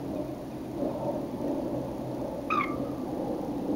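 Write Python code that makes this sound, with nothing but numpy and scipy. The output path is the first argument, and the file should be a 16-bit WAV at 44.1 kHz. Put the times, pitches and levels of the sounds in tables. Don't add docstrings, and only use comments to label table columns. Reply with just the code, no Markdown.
import sys
import numpy as np
from scipy import signal
from scipy.fft import rfft, irfft, next_fast_len
from scipy.io import wavfile
from scipy.ndimage import map_coordinates

SR = 44100
rng = np.random.default_rng(int(sys.argv[2]) if len(sys.argv) > 2 else 0)


def inscribe(sig):
    pcm = np.round(np.clip(np.atleast_2d(sig).T, -1, 1) * 32767)
    wavfile.write(sys.argv[1], SR, pcm.astype(np.int16))


def level_to_linear(level):
    exponent = np.asarray(level, float) / 20
    return 10 ** exponent


N = 165375


def unit(x):
    return x / np.sqrt(np.mean(np.abs(x) ** 2) + 1e-20)


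def along(points, hz):
    f, v = np.transpose(points)
    return np.interp(np.log(hz + 1), np.log(f + 1), v)


def curves(rows):
    s, *cols = np.transpose(rows)
    return [np.interp(np.arange(N) / SR, s, c) for c in cols]


def wobble(rate):
    knots = rng.standard_normal(int(N * 400 / SR))
    return map_coordinates(knots, [np.arange(N) * min(rate, 390) / SR])


def filtered(x, response):
    m = next_fast_len(N + SR // 2)
    return irfft(rfft(x, m) * response(np.fft.rfftfreq(m, 1 / SR)), m)[..., :N]


def coloured(spectrum):
    def response(hz):
        return level_to_linear(along(spectrum, hz) - 60 * (hz > 3 * spectrum[-1][0]))
    return unit(filtered(rng.standard_normal(N), response))


def fuzzy(pitch_hz, width_hz):
    a, b = filtered(rng.standard_normal((2, N)), lambda hz: 1 / (1 + (2 * hz / width_hz) ** 2))
    turn = 2 * np.pi * np.cumsum(pitch_hz) / SR
    return unit(a * np.cos(turn) + b * np.sin(turn))


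def throat(f):
    centre_hz, width_hz, gain = 1175, 130, .8
    resonance = 1j * f * width_hz / (centre_hz ** 2 - f * f + 1j * f * width_hz)
    return level_to_linear(-3) * (1 + gain * resonance)


def coot():
    # time in seconds, pitch in Hz.
    call = [
        (2.503, 1150),
        (2.507, 1240),
        (2.515, 1255),
        (2.555, 1240),
        (2.575, 1200),
        (2.6, 1170),
        (2.615, 1115),
        (2.648, 1065),
    ]
    # time in seconds, level in dB, lift of the second overtone in dB, lift of the higher ones in dB.
    puffs = [(2.505, -29.5, 4, -1.5), (2.515, -34.5, 7.5, 3), (2.526, -24, -12, -3.5),
             (2.54, -25.5, -7.5, 2), (2.548, -44, 4, 1), (2.557, -29, -9, 4), (2.563, -45, 0, -6),
             (2.576, -25, -14, 0), (2.587, -24.5, -13, -8), (2.601, -26.5, -10, -4.5), (2.611, -27, 1, -11),
             (2.621, -31.5, -1.5, 5), (2.626, -45, 0, 9), (2.635, -39, 6, -5), (2.645, -43.5, 14.5, 15)]
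    # multiple of the pitch, level in dB.
    partials = [(1, 0), (2, -0.5), (3, -18), (4, -25.5), (5, -27)]
    hoarse = [.3, .95, .95, .7, .7]
    # frequency in Hz, level in dB.
    rasp_spectrum = [(900, -7), (1500, 9), (2800, -18.5), (4300, -22), (5600, -25), (8000, -39)]
    onset_s, puff_s = .0015, .0058
    rasp_db, snap_db, snap_s, snap_t60_s = -17.5, -40, 2.639, 0.035
    hoarse_width_hz, top_fade_db_per_s = 130, 70
    slip_rad, jitter = .8, .02

    t = np.arange(N) / SR
    hz, = curves(call)
    span = slice(round(call[0][0] * SR) - 400, round(call[-1][0] * SR) + 400)
    s, db, second_db, top_db = np.transpose(puffs)[:, :, None]
    onset = np.clip((t[span] - call[0][0]) / onset_s + 1, 0, 1)
    bumps = np.exp(-((t[span] - s) / puff_s) ** 2) * onset
    turn = 2 * np.pi * np.cumsum(hz * (1 + jitter * wobble(300))) / SR

    out = level_to_linear(snap_db - 60 * np.abs(t - snap_s) / snap_t60_s) * coloured(rasp_spectrum[2:])
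    for (k, level), share in zip(partials, hoarse):
        slip = slip_rad * rng.standard_normal(s.shape)
        clear = np.sqrt(2) * np.sin(k * turn[span] + slip)
        blurred = fuzzy(k * hz, k * hoarse_width_hz)[span]
        voice = (clear + share * blurred) / np.hypot(1, share)
        fade_db = max(k - 3, 0) * top_fade_db_per_s * (s - s[0])
        puff_db = db + level + (k == 2) * second_db + (k > 2) * top_db - fade_db
        out[span] += (level_to_linear(puff_db) * bumps * voice).sum(axis=0)
    out[span] += (level_to_linear(db + rasp_db) * bumps).sum(axis=0) * coloured(rasp_spectrum)[span]
    return filtered(out, throat)


def far_coot():
    # time of the highest pitch in seconds, that pitch in Hz, level in dB.
    clucks = [
        (.163, 1255, -60),
        (.281, 1235, -63),
        (.521, 1250, -62),
        (.643, 1270, -65),
        (.897, 1270, -61),
        (1.046, 1290, -64),
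        (1.335, 1150, -65),
        (1.478, 945, -59),
    ]
    # multiple of the pitch, level in dB.
    cluck_partials = [(1, -4), (2, 0), (3, -6)]
    cluck_s, arch, late_s = .015, .08, .005

    out = np.zeros(N)
    u = np.arange(-SR // 20, SR // 20) / SR
    swell = np.exp(-((u - late_s) / cluck_s) ** 2)
    for s, hz, db in clucks:
        turn = 2 * np.pi * np.cumsum(hz * (1 - arch * (u / cluck_s) ** 2)) / SR
        note = sum(level_to_linear(level) * np.sin(k * turn) for k, level in cluck_partials)
        out[round(s * SR) - SR // 20:][:len(u)] += level_to_linear(db) * np.sqrt(2) * swell * note
    return out


def reeds(x):
    # frequency in Hz, time to fade by 60 dB in seconds.
    fade_times = [(1100, .6), (2300, .28), (4000, .12)]
    # frequency in Hz, level in dB.
    bank_colour = [(1000, 15), (1400, -2), (2000, -8), (4000, -38)]

    out = 0
    for db, delay, dull in ((-13.5, .012, 0), (-28.5, 0.32, 1)):
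        hz, t, z = signal.stft(rng.standard_normal(SR // 2), SR, nperseg=256)
        fade_db = -60 * t / along(fade_times, hz)[:, None]
        colour_db = dull * along(bank_colour, hz)[:, None]
        tail = signal.istft(z * level_to_linear(fade_db + colour_db), SR, nperseg=256)[1]
        tail = tail / np.linalg.norm(tail)
        late = np.pad(x, (round(delay * SR), 0))
        out = out + level_to_linear(db) * signal.fftconvolve(late, tail)[:N]
    return out


def wind():
    # time in seconds, moan level in dB, moan pitch in Hz, low tone in dB, top tone in dB.
    gusts = [(.03, -52, 600, -39, -56), (.17, -37, 605.1, -35.5, -76), (.33, -46.5, 600, -43, -76),
             (.72, -53, 581.3, -40.5, -59), (.85, -30, 590, -28.5, -52), (.95, -39, 590, -43.5, -49.5),
             (1.1, -34, 588.8, -36.5, -45), (1.28, -49.5, 570.4, -38, -58), (1.49, -33.5, 572.9, -32, -47),
             (1.85, -42, 573.1, -38, -52.5), (2.07, -44.5, 571.8, -38.5, -52),
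             (2.22, -39, 572.2, -37.5, -49.5), (2.6, -47.5, 545.1, -33.5, -52),
             (2.85, -37.5, 538.6, -35, -77), (3.07, -45.5, 531, -36.5, -44),
             (3.3, -32.5, 531.2, -32.5, -46), (3.52, -44, 520.8, -38, -44.5), (3.75, -37, 518, -29, -47.5)]
    # multiple of the moan pitch, width in Hz.
    moan_tones = [(1, 113), (1.53, 105)]
    # frequency in Hz, level in dB per Hz.
    rumble_spectrum = [(12, -35), (25, -22.5), (120, -8), (200, -1), (380, -6.5), (700, -7), (1100, -18.5),
                       (1600, -38)]
    low_hz, low_width_hz, low_follows = 299.8, 116, 0.4468
    rumble_db, rumble_follows = -40, .2

    db, hz, low_db, top_db = curves(gusts)
    moan = 0
    for level_db, (k, width) in zip((db, top_db), moan_tones):
        moan = moan + level_to_linear(level_db + 1.7 * wobble(9)) * fuzzy(k * hz, width)
    low_pitch = low_hz * (hz / hz.mean()) ** low_follows
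    low = level_to_linear(low_db + 1.1 * wobble(9)) * fuzzy(low_pitch, low_width_hz)
    rumble_level = rumble_db + rumble_follows * (db - db.mean()) + 0.4 * wobble(5.08)
    return moan + low + level_to_linear(rumble_level) * coloured(rumble_spectrum)


def engine():
    # pitch in Hz, level in dB, width in Hz.
    drone = [
        (66, -54, 28),
        (129.7, -47, 8),
    ]
    return sum(level_to_linear(db + 0.23 * wobble(3.35)) * fuzzy(np.full(N, hz), width) for hz, db, width in drone)


def camera():
    # frequency in Hz, level in dB per Hz.
    hiss_spectrum = [(300, 0), (1700, 9), (3000, 3), (6000, 1), (9000, -1), (11000, -2), (13800, -5),
                     (15500, -5.5)]
    buzz_spectrum = [(1500, -26), (3000, -18), (6500, -2.5), (9000, -12), (12000, -11), (14000, -9),
                     (15000, -10), (15700, -0.5)]
    hiss_db, buzz_db = -57, -46
    frame_hz, buzz_at_s, buzz_s = 30, .0156, 0.0011

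    t = np.arange(N) / SR
    since = (t - buzz_at_s + .5 / frame_hz) % (1 / frame_hz) - .5 / frame_hz
    bursts = np.exp(-(2 * since / buzz_s) ** 2)
    buzz = level_to_linear(buzz_db + 1.3 * wobble(20)) * bursts * coloured(buzz_spectrum)
    return level_to_linear(hiss_db) * coloured(hiss_spectrum) + buzz


def scene():
    birds = coot() + far_coot()
    return (birds + reeds(birds) + wind() + engine() + camera())[None]


def low_pass(x):
    return signal.sosfilt(signal.butter(12, 16820, fs=SR, output="sos"), x)


def record(dry):
    line_hz, line_db = 15734, -83
    notch_hz, notch_width_hz, top_hz = line_hz / 2, 2000, 15760

    def notch(f):
        away = notch_hz * notch_hz - f * f
        return away / (away + 1j * f * notch_width_hz) * (f < top_hz)

    whistle = level_to_linear(line_db) * np.sqrt(2) * np.sin(2 * np.pi * line_hz * np.arange(N) / SR)
    return low_pass(filtered(dry, notch) + whistle)


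dry = scene()
out = record(dry)
inscribe(out)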